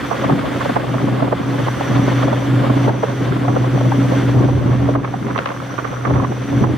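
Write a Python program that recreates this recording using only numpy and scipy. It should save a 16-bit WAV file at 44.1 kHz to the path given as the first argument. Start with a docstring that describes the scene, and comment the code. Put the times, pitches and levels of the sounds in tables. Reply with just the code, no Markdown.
"""An even roar of turbines and wake carries over open water from a distant fast ferry.
Its engine hum, harmonics of one steady cycle, swells and fades with the gusts.
Close by, eddies rumble, flutter, crackle and pop on the two microphone ports and ring the
cavities behind them. A thin whine comes and goes, and a few dry ticks sound late on."""
import sys
import numpy as np
from scipy import signal
from scipy.fft import rfft, irfft, next_fast_len
from scipy.io import wavfile

SR = 44100
rng = np.random.default_rng(int(sys.argv[2]) if len(sys.argv) > 2 else 0)


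def output_pcm(signal):
    """Save a mono or channel-first signal as 16-bit PCM at the path in sys.argv[1].

    Samples are clipped to [-1, 1] before scaling.
    """
    pcm = np.clip(np.atleast_2d(signal).T, -1, 1) * 32767
    wavfile.write(sys.argv[1], SR, np.round(pcm).astype(np.int16))


N = 298557

# Turbines and wake, swelling with distance and moving air.
# Each row: time in seconds, roar level in dB, spray hiss level in dB.
ROAR_LEVELS = [(0, -27.5, -43), (0.42, -30.5, -45), (0.65, -27.5, -42.8), (1.38, -33.5, -48),
               (1.65, -29.5, -43.5), (2.2, -26, -43), (2.4, -28.5, -44), (2.87, -30, -44.5),
               (3.6, -33, -47), (4.17, -28.5, -43), (4.55, -34.5, -49.5), (5.75, -36, -48.5),
               (6.25, -36.5, -50), (6.62, -31.5, -46.5)]
# Sudden dips of roar and hiss. Each row: start in seconds, nominal depth in dB.
ROAR_DIPS = [(0.77, 4), (2.25, 4), (2.89, 7.5), (4.95, 9), (6.64, 6)]
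# Noise spectra of the ship. Each row: frequency in Hz, relative density in dB.
EXHAUST_SPECTRUM = [(150, -7), (400, 14), (600, 8.5), (850, 7), (1400, 12.5), (2000, 8), (2600, 2),
                    (3500, 2.5), (4000, -7.5), (4400, -5.5), (5200, -15), (7000, -18)]
SPRAY_SPECTRUM = [(2000, 10.5), (4500, 8.5), (6200, 8), (6700, 3), (7500, 4.5), (10000, 2), (13000, -1.5),
                  (15500, -3.5)]
# Faint machinery tones. Each row: frequency in Hz, relative level in dB.
MACHINERY_TONES = [(2122, -52), (3106, -59), (3510, -60)]
# Harmonics of the hum. Each row: multiple of the engine cycle, relative level in dB.
ENGINE_ORDERS = [(1, -31.5), (2, -24.5), (4, 0.5), (5, -29), (6, -17.5), (7, -22.5), (8, -16), (9, -4),
                 (10, -44), (11, -39), (13, -18), (16, -22), (17, -53)]
# The low hum between gusts. Each row: time in seconds, gain in dB.
HUM_LEVELS = [(0, -34.5), (1.0, -27), (2.0, -26), (4.4, -23), (5.0, -23.5), (5.45, -35), (5.7, -30),
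              (6.77, -25)]
# The breeze under the gusts. Each row: time in seconds, relative strength in dB, flutter level in dB.
BREEZE_LEVELS = [(0, 0, -28), (0.5, 1.5, -28.5), (2.4, -2.3, -29), (4.4, 0.4, -31), (5.3, -3, -31.5),
                 (5.55, -5, -31.5), (6.0, -5, -32), (6.77, 3.2, -33.5)]
# Gusts. Each row: time of full strength and hold in seconds, rise in dB, rise of the rumble in dB.
GUST_SWELLS = [(0.26, 0.081, 6.5, -9), (0.904, .3, 5, -10), (1.505, 0.026, 6, -2), (1.923, 0.39, 9, 0),
               (2.514, 0.34, 9.5, -3), (3.236, 0.17, 6, 0), (3.53, 0.015, 7.5, 4), (3.684, .5, 7, -8),
               (4.25, 0.2, 9, 9), (4.524, 0.37, 6.5, 16), (5.26, 0.025, 6, 5), (6.11, 0.04, 13.5, 22.5),
               (6.567, 0.055, 9, 14)]
# Wind direction. Each row: time in seconds, incidence from 0 (head-on) to 1 (grazing the ports).
WIND_INCIDENCE = [(0, 0.92), (.4, 0.26), (4.5, 0.035), (5.05, 0.26), (5.5, 0.97), (6.1, 0.84), (6.35, 0),
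                  (6.6, 0.34)]
# Wind spectra by eddy size. Each row: frequency in Hz, relative density in dB.
LARGE_EDDY_SPECTRUM = [(22, -23), (40, -30), (62, -8.5), (80, -6.5), (100, -7.5), (150, -9.5)]
MEDIUM_EDDY_SPECTRUM = [(80, -34), (130, -2), (170, -5.5), (240, -4), (320, -5.5), (420, -13), (560, -20),
                        (900, -26.5)]
SMALL_EDDY_SPECTRUM = [(250, 6.5), (400, -11), (550, 2.5), (850, -1.5), (1150, -4), (1500, -20.5),
                       (2200, -14.5), (4000, -21)]
# Modes of the cavity behind each port. Each row: frequency in Hz, bandwidth in Hz, relative gain in dB.
CAVITY_MODES = [(522, 110, 16.5), (690, 240, 8), (1056, 310, 10)]
# Spells of whine. Each row: time of full strength in seconds, hold in seconds, relative level in dB.
WHINE_SWELLS = [(0.082, .16, -3), (0.54, .11, -7), (0.91, .13, -4), (1.44, 0.61, -4), (1.845, 0.59, -1.5),
                (2.784, 0.46, -1), (3.493, .13, -1), (3.743, 1.95, -2), (5.686, 1.01, 1)]
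# The strongest eddies. Each row: time in seconds, relative peak in dB, ring frequency in Hz.
EDDY_POPS = [(0.113, -6, 685), (0.126, -10, 1030), (0.297, -4.5, 730), (0.612, -9.5, 1030),
             (0.656, -7, 520), (0.696, -5, 587), (0.764, -2.5, 760), (0.942, -9, 670), (1.083, -8, 530),
             (1.225, -4.5, 597), (1.278, -10, 553), (1.326, -1.5, 510), (1.682, -7.5, 915), (1.81, -7, 656),
             (2.079, -7, 600), (2.231, -6.5, 640), (2.279, -7.5, 597), (2.329, -5, 574), (2.699, -5.5, 570),
             (2.879, -2.5, 524), (2.892, -6, 814), (3.034, -2.5, 524), (3.483, -7, 740), (3.565, -3.5, 544),
             (3.643, -11, 726), (3.92, -7, 830), (4.487, -11, 553), (4.888, -5.5, 520), (4.954, -6, 690),
             (5.047, -11.5, 1110), (5.14, -9.5, 684), (5.36, -10, 1100), (5.787, -9, 1160),
             (5.848, -10.5, 1170), (6.052, -10, 1140), (6.107, -11.5, 655), (6.16, -11, 890),
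             (6.199, -11.5, 1040), (6.244, -11, 1090), (6.32, -10.5, 573), (6.64, -6.5, 775)]
# Small dry ticks. Each row: start in seconds, relative peak in dB.
DRY_TICKS = [(5.378, -8), (5.388, -8), (5.458, -8.5), (5.472, -16), (5.489, -16)]

TIME = np.arange(N) / SR
SIDES = np.array([[1], [-1]])  # left, right


def from_db(db):
    """Amplitude grows tenfold for every 20 dB."""
    return 10 ** (np.asarray(db) / 20)


def unit_power(x):
    """Dividing a signal by its RMS value gives it unit power."""
    return x / np.sqrt(np.mean(x ** 2) + 1e-20)


def curves(rows):
    """Linear interpolation gives each column after the time one value per sample."""
    times, *columns = np.transpose(rows)
    return [np.interp(TIME, times, column) for column in columns]


def drift(rate_hz):
    """Low-passed noise is a slow random fluctuation, here of unit spread."""
    step, settling = 40, 2000
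    pole = np.exp(-2 * np.pi * step * rate_hz / SR)
    noise = rng.standard_normal(N // step + settling + 2)
    slow = signal.lfilter([1], [1, -2 * pole, pole * pole], noise)[settling:]
    return np.interp(np.arange(N) / step, np.arange(len(slow)), unit_power(slow))


def swells(rows, attack_s, release_s):
    """The envelope of overlapping trapezoids follows the highest one."""
    shapes = []
    for full_s, hold_s, height in rows:
        age = TIME - full_s
        shapes.append(height * np.clip(np.minimum(1 + age / attack_s, 1 - (age - hold_s) / release_s), 0, 1))
    return np.max(shapes, axis=0)


def stereo(noises, correlation):
    """The sum and difference of two independent noises are partly correlated."""
    return np.sqrt((1 + correlation) / 2) * noises[0] + np.sqrt((1 - correlation) / 2) * noises[1] * SIDES


def coloured(spectrum, correlation):
    """Spectral weighting colours stereo noise; beyond the table it falls 24 dB per octave."""
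    size = next_fast_len(N)
    octave = np.log2(np.maximum(np.fft.rfftfreq(size, 1 / SR), 1))
    hz, db = np.transpose(spectrum)
    outside = np.abs(octave - np.clip(octave, np.log2(hz[0]), np.log2(hz[-1])))
    gain = from_db(np.interp(octave, np.log2(hz), db) - 24 * outside)
    noises = irfft(rfft(rng.standard_normal((2, size))) * gain, size)[:, :N]
    return unit_power(stereo(noises, correlation))


def resonate(x, hz, width_hz):
    """A damped two-pole resonator passes a band, with unit gain at its peak."""
    r = np.exp(-np.pi * width_hz / SR)
    feedback = [1, -2 * r * np.cos(2 * np.pi * hz / SR), r * r]
    return signal.lfilter(np.array([1, 0, -1]) * (1 - r * r) / 2, feedback, x)


def tones(rows, jitter_rad, jitter_hz):
    """Random phase modulation slightly broadens each spectral line."""
    return sum(from_db(db) * np.sin(2 * np.pi * hz * TIME + jitter_rad * drift(jitter_hz))
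               for hz, db in rows)


def distant_levels(fall_s=0.017, recovery_s=0.13):
    """Distance and moving air vary the roar and hiss, in dB; sudden dips recover exponentially."""
    dip_db = 0
    for start_s, depth_db in ROAR_DIPS:
        age = np.maximum(TIME - start_s, 0)
        dip_db += depth_db * np.minimum(age / fall_s, 1) * np.exp(-age / recovery_s)
    return [level_db - dip_db for level_db in curves(ROAR_LEVELS)]


def turbine_roar(tones_db, churn_db):
    """Exhaust and wake noise reaches both ports coherently, while the spray hiss is diffuse."""
    roar_db, spray_db = distant_levels()
    exhaust = from_db(roar_db + churn_db * drift(15)) * coloured(EXHAUST_SPECTRUM, correlation=0.92)
    hiss = from_db(spray_db) * coloured(SPRAY_SPECTRUM, correlation=0.14)
    machinery = tones(MACHINERY_TONES, jitter_rad=1.54, jitter_hz=4.3)
    return exhaust + hiss + machinery * from_db(tones_db + roar_db - roar_db.mean())


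def gust_rises():
    """Faster air makes stronger pressure fluctuations: the rise in dB of the wind and of its rumble."""
    full_s, hold_s, *rises = np.transpose(GUST_SWELLS)
    return [swells(zip(full_s, hold_s, rise), attack_s=0.084, release_s=0.17) for rise in rises]


def engine_hum(cycle_hz, wander, waver_db, overtone_db, fade_db):
    """A periodic cycle radiates harmonics. All swell with the gusts; the upper ones also fade singly."""
    gust_db, _ = gust_rises()
    breeze_db, _ = curves(BREEZE_LEVELS)
    lower_db = curves(HUM_LEVELS)[0] + 0.81 * gust_db + waver_db * drift(13)
    upper_db = overtone_db + 0.92 * (breeze_db + gust_db)
    cycle_phase = 2 * np.pi * np.cumsum(cycle_hz * (1 + wander * drift(0.45))) / SR
    firing_order, _ = max(ENGINE_ORDERS, key=lambda row: row[1])
    out = np.zeros((2, N))
    for order, db in ENGINE_ORDERS:
        if order <= firing_order:
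            swell_db, jitter_rad = lower_db, 0.32
        else:
            swell_db, jitter_rad = upper_db + fade_db * drift(8.8), 0.45
        phase = order * cycle_phase + rng.uniform(0, 2 * np.pi) + jitter_rad * drift(9.8)
        out += from_db(db + swell_db) * np.sin(phase)
    return np.sqrt(2) * out


def port_cavity(pressure, colour):
    """Pressure at a port excites the resonant modes of the cavity behind it."""
    ringing = sum(from_db(db) * resonate(pressure, hz, width) for hz, width, db in CAVITY_MODES)
    return pressure + colour * ringing


def wind(rumble_db, buffet_db, lumpy_db, ragged_db):
    """Coherence grows with eddy size: large eddies cover both ports, small ones hit each separately."""
    gust_db, deep_db = gust_rises()
    breeze_db, flutter_db = curves(BREEZE_LEVELS)
    incidence, = curves(WIND_INCIDENCE)
    rumble = from_db(rumble_db + breeze_db + deep_db) * coloured(LARGE_EDDY_SPECTRUM, correlation=0.63)
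    lumps = coloured(MEDIUM_EDDY_SPECTRUM, correlation=0.59) * from_db(lumpy_db * drift(36.5))
    buffet = from_db(buffet_db + breeze_db + gust_db) * unit_power(lumps)
    bursts = from_db(ragged_db * (drift(30) + 0.35 * np.array([drift(80), drift(110)])))
    pressure = coloured(SMALL_EDDY_SPECTRUM, correlation=0.2) * bursts
    eddies = unit_power(port_cavity(pressure, colour=0.57))
    # grazing air shifts part of the flutter up to a higher resonance
    bright_share = 0.16 * incidence
    bright = unit_power(resonate(eddies, hz=1610, width_hz=300))
    flutter = np.sqrt(1 - bright_share) * eddies + np.sqrt(bright_share) * bright
    return rumble + buffet + from_db(flutter_db + 0.43 * gust_db) * flutter


def grazing_crackle(max_per_s, level_db, spread_db, decay_s, hz, width_hz, top_hz, pan_db):
    """Vortex shedding: air grazing the ports sheds tiny eddies at random, snapping louder in a gust."""
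    gust_db, _ = gust_rises()
    incidence, = curves(WIND_INCIDENCE)
    births = rng.random(N) < max_per_s * incidence / SR
    sizes = from_db(spread_db * np.minimum(rng.exponential(1, (2, N)), 3))
    envelope = signal.lfilter([1], [1, -np.exp(-1 / (decay_s * SR))], births * sizes + 1e-18)
    eddies = stereo(rng.standard_normal((2, N)), correlation=0.17) * envelope
    band = resonate(resonate(eddies, hz, width_hz), hz, width_hz)
    lowpass = signal.butter(4, top_hz, fs=SR, output="sos")
    snaps = signal.sosfilt(lowpass, port_cavity(band, colour=0.7))
    return unit_power(snaps) * from_db(level_db + 0.4 * gust_db + SIDES * pan_db / 2)


def whine(level_db, hz, width_hz, flicker_db, lull_db):
    """Narrow-band noise around a few lines is heard as a pitch; it comes in spells and follows the hiss."""
    _, spray_db = distant_levels()
    rows = [(full_s, hold_s, from_db(db)) for full_s, hold_s, db in WHINE_SWELLS]
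    spells = np.maximum(swells(rows, attack_s=0.058, release_s=0.087), from_db(lull_db))
    noise = stereo(rng.standard_normal((2, N)), correlation=0.28)
    band = unit_power(resonate(resonate(noise, hz, width_hz), hz, width_hz))
    lines = np.sqrt(2) * tones(WHINE_TONES, jitter_rad=0.79, jitter_hz=6.8)
    return spells * from_db(spray_db + level_db + flicker_db * drift(30)) * (band + lines)


def eddy_pops(level_db, rise_s, decay_s, ring_width_hz, grazing_pan_db):
    """Impulse excitation: an eddy bursts on a port as a dull puff and leaves a short hollow ring."""
    out = np.zeros((2, N + SR))
    t = np.arange(SR // 8) / SR - 0.03
    from_peak_s = t - 0.0012
    envelope = np.exp(np.minimum(from_peak_s / rise_s, -from_peak_s / decay_s))
    for time_s, db, ring_hz in EDDY_POPS:
        # grazing air favours the right port
        pan_db = grazing_pan_db * np.interp(time_s, *np.transpose(WIND_INCIDENCE)) + rng.standard_normal()
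        # large, low eddies are the dullest
        band = signal.butter(2, [220, 600 + 1.43 * ring_hz], "band", fs=SR, output="sos")
        burst = stereo(rng.standard_normal((2, len(t))), correlation=0.16) * envelope
        puff = signal.sosfilt(band, signal.sosfilt(band, burst))
        ring = unit_power(resonate(puff, ring_hz, ring_width_hz))
        pop = 0.88 * unit_power(port_cavity(puff, colour=0.48)) + ring
        pop /= np.abs(pop).max(axis=1, keepdims=True)
        start = round((time_s + t[0]) * SR)
        out[:, start:start + len(t)] += pop * from_db(db + level_db + SIDES * pan_db / 2)
    return out[:, :N]


def ticks(level_db, decay_s, band_hz):
    """A brief transient has a broad spectrum: each nearby snap rings all the cavity modes."""
    out = np.zeros((2, N))
    t = np.arange(SR // 20) / SR
    band = signal.butter(2, band_hz, "band", fs=SR, output="sos")
    for start_s, db in DRY_TICKS:
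        crack = stereo(rng.standard_normal((2, len(t))), correlation=0.071) * np.exp(-t / decay_s)
        snap = port_cavity(signal.sosfilt(band, signal.sosfilt(band, crack)), colour=1.0)
        start = round(start_s * SR)
        out[:, start:start + len(t)] += from_db(db + level_db) * snap / np.abs(snap).max()
    return out


def scene():
    """Superposition: the pressures of the distant ship and the nearby wind and ticks add."""
    ship = engine_hum(cycle_hz=30.985, wander=0.00057, waver_db=2.1, overtone_db=-27.5, fade_db=4.0)
    ship += turbine_roar(tones_db=1.5, churn_db=1.28)
    ship += whine(level_db=-1.5, hz=5940, width_hz=220, flicker_db=1.0, lull_db=-22)
    air = wind(rumble_db=-37, buffet_db=-26.5, lumpy_db=3.5, ragged_db=4.0)
    air += eddy_pops(level_db=-1.04, rise_s=0.0038, decay_s=0.0056, ring_width_hz=170, grazing_pan_db=-11)
    air += grazing_crackle(max_per_s=80, level_db=-40.5, spread_db=3.0, decay_s=0.0017,
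                           hz=1190, width_hz=1170, top_hz=2600, pan_db=-4.0)
    return ship + air + ticks(level_db=0.5, decay_s=0.0037, band_hz=(500, 3340))


def record(dry, ceiling=0.95, cutoff_hz=15750):
    """Soft saturation rounds the highest peaks, and a steep low-pass filter cuts the top."""
    limited = dry / (1 + np.abs(dry / ceiling) ** 6) ** (1 / 6)
    return signal.sosfilt(signal.ellip(12, 0.1, 90, cutoff_hz, fs=SR, output="sos"), limited)


# Lines inside the whine. Each row: frequency in Hz, level in dB relative to the noise band.
WHINE_TONES = [(5735, -20), (5846, -10), (5894, -10), (6185, -22)]

dry = scene()
out = record(dry)
output_pcm(out)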